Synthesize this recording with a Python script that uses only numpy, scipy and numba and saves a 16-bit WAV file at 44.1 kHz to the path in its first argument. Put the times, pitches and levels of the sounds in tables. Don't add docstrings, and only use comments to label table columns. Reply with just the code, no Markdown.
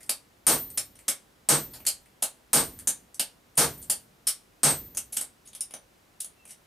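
import sys
import numpy as np
from scipy import signal
from scipy.fft import rfft, irfft
from scipy.io import wavfile
from scipy.ndimage import uniform_filter1d
from numba import njit

SR = 44100
rng = np.random.default_rng(int(sys.argv[2]) if len(sys.argv) > 2 else 0)


def bounce(signal):
    frames = np.transpose(np.atleast_2d(signal))
    limited = np.clip(frames, -1, 1)
    pcm = np.round(limited * 32767).astype(np.int16)
    wavfile.write(sys.argv[1], SR, pcm)


def voltage_ratio(level):
    return 10 ** (np.asarray(level, float) / 20)


N = 293706

# frequency in Hz, relative level in dB per Hz.
YARD_COLOUR = [(12, -43.5), (20, -18), (38, 3.5), (75, -2), (124, -2), (218, -2), (393, -5.5), (750, -9),
               (816, -10), (1320, -12.5), (3620, -17.5), (15200, -23), (16500, -46.5)]
# frequency in Hz, side level minus mid level in dB.
YARD_WIDTH = [(60, -10.5), (110, -21.5), (200, -8.5), (380, -3.5), (700, 0), (1290, 0), (2380, -1.5),
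              (4400, -5), (8120, -12), (15000, -16.5)]
# frequency in Hz, relative level in dB per Hz.
RUMBLE_COLOUR = [(15, -30), (25, -8), (54, -1), (221, -9), (260, -7.5), (436, -15.5), (600, -21),
                 (780, -35), (1320, -120)]
# frequency in Hz, time to fall by 60 dB in seconds.
SHED_FADE = [(60, 0.3), (200, 0.22), (530, 0.21), (1400, 0.19), (3700, 0.18), (9700, 0.14), (15000, 0.12)]
# frequency in Hz, side level minus mid level in dB.
SHED_WIDTH = [(60, -34), (110, -25), (200, -15.5), (380, -14), (700, -9.8), (1290, -6.5), (2380, -11.5),
              (4400, -4.5), (8120, -10), (15000, -13)]

# start in seconds, length in seconds, first pitch in Hz, last pitch in Hz, level in dB.
TONG_SQUEAK = (6.355, .14, 2760, 2530, -65)
# start in seconds, level in dB, bass in dB, middle in dB,
# knock frequency in Hz.
SCRAPE_EVENTS = [(0.0034, -50.5, 10, 8, 2000), (1.0042, -60.5, -1, 4, 8440),
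                 (1.7338, -40.5, 12.5, 12.5, 4580), (5.123, -31.5, 0.5, 8.5, 11000),
                 (5.4523, -50, -3, 20, 9740), (6.4751, -48, -4.5, 3, 2590), (6.492, -47, 4, 11, 1980)]
# start in seconds, level in dB, bass in dB,
# middle in dB, knock frequency in Hz.
CLINK_EVENTS = [(0.0299, -42, 9, 8, 5040), (0.0622, -47, -1, 3, 8150), (0.7021, -36.5, -8, 11, 8400),
                (0.9544, -47, 10, 16, 5710), (0.9895, -44.5, 7, 13, 2116), (1.8019, -44.5, 28.5, 18, 2480),
                (1.8516, -34.5, 3, 14, 1830), (2.058, -52.5, 22, 20, 2060), (2.789, -34.5, -4, 5, 1870),
                (2.796, -41, 0, 10, 1870), (2.803, -50.5, -5.5, 9.5, 2230), (3.1438, -36, -10, 4, 5860),
                (3.554, -46, -6.5, 8.5, 8400), (3.5715, -32, -6.5, 7, 8990), (3.776, -47, -8, 4.5, 8300),
                (3.817, -41, -8, 11, 9300), (3.826, -36, -14, 8, 7700), (3.842, -45, -13, 12, 9200),
                (4.9481, -36.5, 12, 8, 6390), (5.474, -41.5, -12, 15, 6600),
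                (5.4864, -55, -9.5, 15.5, 6600), (5.5307, -43.5, 9, 19, 3580),
                (5.5494, -33, 3.5, 17, 10760), (5.6075, -23, -7, 6, 5325), (5.7075, -39.5, 17, 19, 10200),
                (5.738, -31.5, 22, 18, 6100), (6.4527, -42.5, 12, 7, 2600), (6.507, -38, 2.5, 11.5, 5520)]
# start in seconds, level in dB, bass in dB, middle in dB,
# knock frequency in Hz.
TAP_EVENTS = [(0.0928, -16, 5.5, 12, 4740), (0.7739, -17.5, 2, 10, 5120), (1.0808, -14, 2, 10, 5300),
              (1.8652, -11.5, -5, 8, 4600), (2.2221, -14.5, 2.5, 5, 4060), (2.8723, -10.5, -0.5, 4.5, 6400),
              (3.1946, -15.5, 5, 11.5, 4600), (3.898, -12.5, 0, 4.5, 4710), (4.269, -11.5, -2, 8.5, 5000),
              (4.9705, -20.5, -0.5, 3.5, 6150), (5.1657, -18.5, 0, 9, 8320), (5.21, -24, 5.5, 6, 8200),
              (6.2015, -26.5, -12, 7, 10580), (6.2445, -33, -4, 9.5, 10000)]
# frequency in Hz, relative level in dB, time to fall by 60 dB in seconds.
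TONG_MODES = [(2050, -29.5, .02), (3400, -29, .02), (4550, -20.5, .02), (6200, -19.5, .02),
              (8050, -9, 0.02), (9300, -6, 0.019), (9600, 3, .016), (11300, -10, .014),
              (12200, -20.5, .015), (13000, -24, .015)]
# frequency in Hz, relative level in dB,
# time to fall by 60 dB in seconds.
SET_HAMMER_MODES = [(4470, -16, 0.015), (5120, -19.5, .012), (6870, -17, .012), (7770, -10, 0.032),
                    (8420, -8, .016), (8980, 0, 0.025), (9830, -11.5, 0.007), (12200, -16.5, .015),
                    (13000, -23.5, .015)]
# frequency in Hz, relative level in dB per Hz.
CRUSH_COLOUR = [(88, -39.5), (150, -22), (231, -9.5), (409, -14), (630, -8.5), (1010, -14.5), (2500, -16),
                (4690, -11.5), (6050, -6), (9150, 7.5), (14400, -9), (15300, -19.5), (16500, -54.5)]
TILT_POINTS = [840, 3240, 7510]

# start in seconds, then relative levels in dB of the thud, the lower head ring,
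# the upper head ring and the long ring.
SLEDGE_BLOWS = [(-0.5, -18, -12, -8, -20), (0.4674, -20, -8.5, -2.5, -18),
                (1.4885, -16.5, -7.5, -17, -24.5), (2.5316, -17, -6.5, -1, -29),
                (3.5759, -16.5, -17.5, -7, -26.5), (4.6325, -17.5, -1, -11.5, -23.5)]
# frequency in Hz, relative level in dB per Hz.
SLEDGE_COLOUR = [(130, -18.5), (220, -8), (461, -5.5), (605, -11), (662, -5), (808, -8.5), (917, -6.5),
                 (2570, -14), (6810, -8.5), (9420, -3), (13000, -14), (14500, -27.5), (16500, -64.5)]
# frequency in Hz, relative level in dB, time to fall by 60 dB in seconds,
# ring group (0 lower, 1 upper, 2 long).
HEAD_MODES = [(7975, -12, .2, 0), (8380, 0, .17, 0), (8600, -12, .14, 0), (9130, -12, .14, 1),
              (9543, 0, .17, 1), (11100, -16, .12, 1), (12085, -10, .14, 1), (14057, -2, .75, 2),
              (4140, -25, .7, 2)]
# frequency in Hz, relative level in dB, time to fall by 60 dB in seconds.
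STUMP_MODES = [(145, 1, .24), (203, -5, .22), (253, -5, .22), (323, -1, .22), (465, -5, .2), (680, -9, .16),
               (910, -8, .15)]


def at(table, hz):
    table_hz, values = np.array(table).T
    return np.interp(np.log(np.maximum(hz, 1)), np.log(table_hz), values)


def noise(table, size):
    hz = np.fft.rfftfreq(size, 1 / SR)
    x = irfft(rfft(rng.standard_normal(size)) * voltage_ratio(at(table, hz)), size)
    return x / x.std()


def waver(rate, depth_db, size):
    step = int(SR / rate)
    levels = np.repeat(rng.standard_normal(size // step + 1), step)
    return voltage_ratio(depth_db * uniform_filter1d(levels, step)[:size])


def ring(hz, t60, size):
    t = np.arange(size) / SR
    return np.sin(2 * np.pi * hz * t) * 1000. ** (-t / t60)


def burst(table, shape, tilt=1, count=2):
    size = len(shape)
    colour = voltage_ratio(at(table, np.fft.rfftfreq(size, 1 / SR))) * tilt
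    x = rng.standard_normal(size)
    for _ in range(count):
        phase = np.angle(rfft(x * np.sqrt(shape)))
        x = irfft(colour * np.exp(1j * phase), size)
    x = x * np.minimum(10 * shape, 1)
    return x * np.sqrt(np.sum(shape ** 2) / np.sum(x ** 2))


def add(track, s, sound):
    i = int(s * SR)
    track[max(i, 0):max(i + len(sound), 0)] += sound[max(-i, 0):N - i]


def yard():
    hz = np.fft.rfftfreq(N, 1 / SR)
    mid = noise(YARD_COLOUR, N)
    side = irfft(rfft(noise(YARD_COLOUR, N)) * voltage_ratio(at(YARD_WIDTH, hz)), N)
    return voltage_ratio(-61.5) * np.array([mid, side])


def rumble(size=SR):
    out, t = np.zeros((2, N)), np.arange(size) / SR
    fade = (1 - np.exp(-t / 0.04)) * 1000. ** (-t / 1.314) * voltage_ratio(-41.5)
    for s, *_ in SLEDGE_BLOWS:
        add(out[0], s, fade * noise(RUMBLE_COLOUR, size))
        add(out[1], s, fade * noise(RUMBLE_COLOUR, size) * voltage_ratio(-21.5))
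    return out


def shed(first_ms=0.59, build_ms=3.1, late_db=-34, size=SR):
    t = np.maximum(np.arange(size) / SR - first_ms / 1000, 0)
    hz = np.fft.rfftfreq(size, 1 / SR)
    spectra, tails = rfft(rng.standard_normal((2, size))), 0
    for centre in 30 * 2 ** np.arange(0, 9.6, .5):
        share = np.maximum(1 - 2 * abs(np.log2(np.maximum(hz, 1) / centre)), 0)
        t60 = at(SHED_FADE, centre)
        early = 1000. ** (-t / t60)
        late = voltage_ratio(late_db) * 1000. ** (-t / (3.2 * t60))
        fade = (early + late) * (1 - np.exp(-t * 1000 / build_ms))
        width = voltage_ratio([[0], [at(SHED_WIDTH, centre)]])
        tails = tails + width * irfft(spectra * share, size) * fade / np.sqrt(np.sum(fade ** 2))
    return tails


def squeak():
    start, length, from_hz, to_hz, db = TONG_SQUEAK
    size = int(length * SR)
    turns = np.cumsum(np.linspace(from_hz, to_hz, size)) / SR
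    swell = np.hanning(size) * waver(154, 5.3, size)
    out = np.zeros(N)
    add(out, start, voltage_ratio(db) * swell * np.sin(2 * np.pi * turns))
    return out


def contacts(table, modes, rise_ms, hold_ms, fall_ms, grit_db, ring_db, knock_db, size=4096):
    out, ms = np.zeros(N), np.arange(size) * 1000 / SR
    hz = np.maximum(np.fft.rfftfreq(size, 1 / SR), 1)
    onset = 1 - np.exp(-ms / rise_ms)
    push = onset * np.exp(-np.maximum(ms - hold_ms, 0) / fall_ms)
    spots = rng.standard_normal((len(table), len(modes)))
    for (s, db, bass_db, middle_db, knock_hz), spot in zip(table, spots):
        tilt_db = np.interp(np.log(hz), np.log(TILT_POINTS), [bass_db, middle_db, 0])
        tilt_db = tilt_db + knock_db * np.exp(-((hz - knock_hz) / 590) ** 2)
        tool = sum(voltage_ratio(mode_db + ring_db + 4 * luck) * ring(mode_hz, t60, size)
                   for (mode_hz, mode_db, t60), luck in zip(modes, spot))
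        gritty = push * waver(330, grit_db, size)
        gritty = gritty * np.linalg.norm(push) / np.linalg.norm(gritty)
        lumps = waver(SR / 24, 3, len(hz))
        crush = burst(CRUSH_COLOUR, gritty, voltage_ratio(tilt_db) * lumps)
        add(out, s, voltage_ratio(db) * (crush + onset * tool))
    return out


def handling():
    clinks = contacts(CLINK_EVENTS, TONG_MODES, rise_ms=0.91, hold_ms=1.3, fall_ms=2.5,
                      grit_db=4.0, ring_db=0.0, knock_db=11.0)
    scrapes = contacts(SCRAPE_EVENTS, TONG_MODES, rise_ms=2.7, hold_ms=3.5, fall_ms=16.0,
                       grit_db=5, ring_db=1.0, knock_db=12.0)
    return clinks + scrapes + squeak()


def taps():
    return contacts(TAP_EVENTS, SET_HAMMER_MODES, rise_ms=2.65, hold_ms=6.06, fall_ms=2.2,
                    grit_db=7.5, ring_db=-1.7, knock_db=6.0)


def sledge(fall_ms=8.1, size=SR, count=4096):
    cracks, rings, t = np.zeros(N), np.zeros(N), np.arange(size) / SR
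    short = t[:count]
    shape = (1 - np.exp(-short / 0.0019)) * np.exp(-short * 1000 / fall_ms)
    for s, thud_db, *ring_db in SLEDGE_BLOWS:
        crack = burst(SLEDGE_COLOUR, shape)
        heads, thud = np.zeros(size), np.zeros(size)
        for hz, db, t60, group in HEAD_MODES:
            heads += voltage_ratio(db + ring_db[group]) * ring(hz, t60, size) * waver(70, 3.5, size)
        for hz, db, t60 in STUMP_MODES:
            start = 1 - np.exp(-t * hz / 7.0)
            thud += voltage_ratio(db) * ring(hz, t60, size) * start * waver(35, 5, size)
        add(cracks, s, voltage_ratio(-1.78) * crack)
        add(rings, s, heads + voltage_ratio(thud_db) * thud)
    return cracks, rings


def scene():
    cracks, rings = sledge()
    firm, light = taps(), handling()
    send = voltage_ratio(6.5) * cracks + voltage_ratio(-6.0) * rings + voltage_ratio(-1.0) * firm + voltage_ratio(0.5) * light
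    echoes = signal.fftconvolve(send[None], shed(), axes=1)[:, :N]
    mid, side = echoes + yard() + rumble()
    mid = mid + cracks + rings + firm + light
    return np.array([mid + side, mid - side])


@njit
def limit(x, top, ratio, attack, release):
    gain, level = np.ones(len(x)), 0.
    for i in range(len(x)):
        level += (x[i] - level) * (attack if x[i] > level else release)
        if level > top:
            gain[i] = (top / level) ** (1 - 1 / ratio)
    return gain


def low_pass(x):
    return signal.sosfilt(signal.butter(12, 16810, fs=SR, output="sos"), x)


def record(dry):
    loudest = abs(dry).max(0)
    attack_s, release_s = 0.00014, 0.003
    gain = limit(loudest, 0.16, 3.4, 1 / (attack_s * SR), 1 / (release_s * SR))
    rounded = 0.55 * np.tanh(dry * gain / 0.61)
    dull = signal.sosfilt(signal.butter(6, 15600, fs=SR, output="sos"), rounded)
    mix = signal.sosfilt(signal.butter(2, 40, "high", fs=SR, output="sos"), dull)
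    return low_pass(mix)


dry = scene()
out = record(dry)
bounce(out)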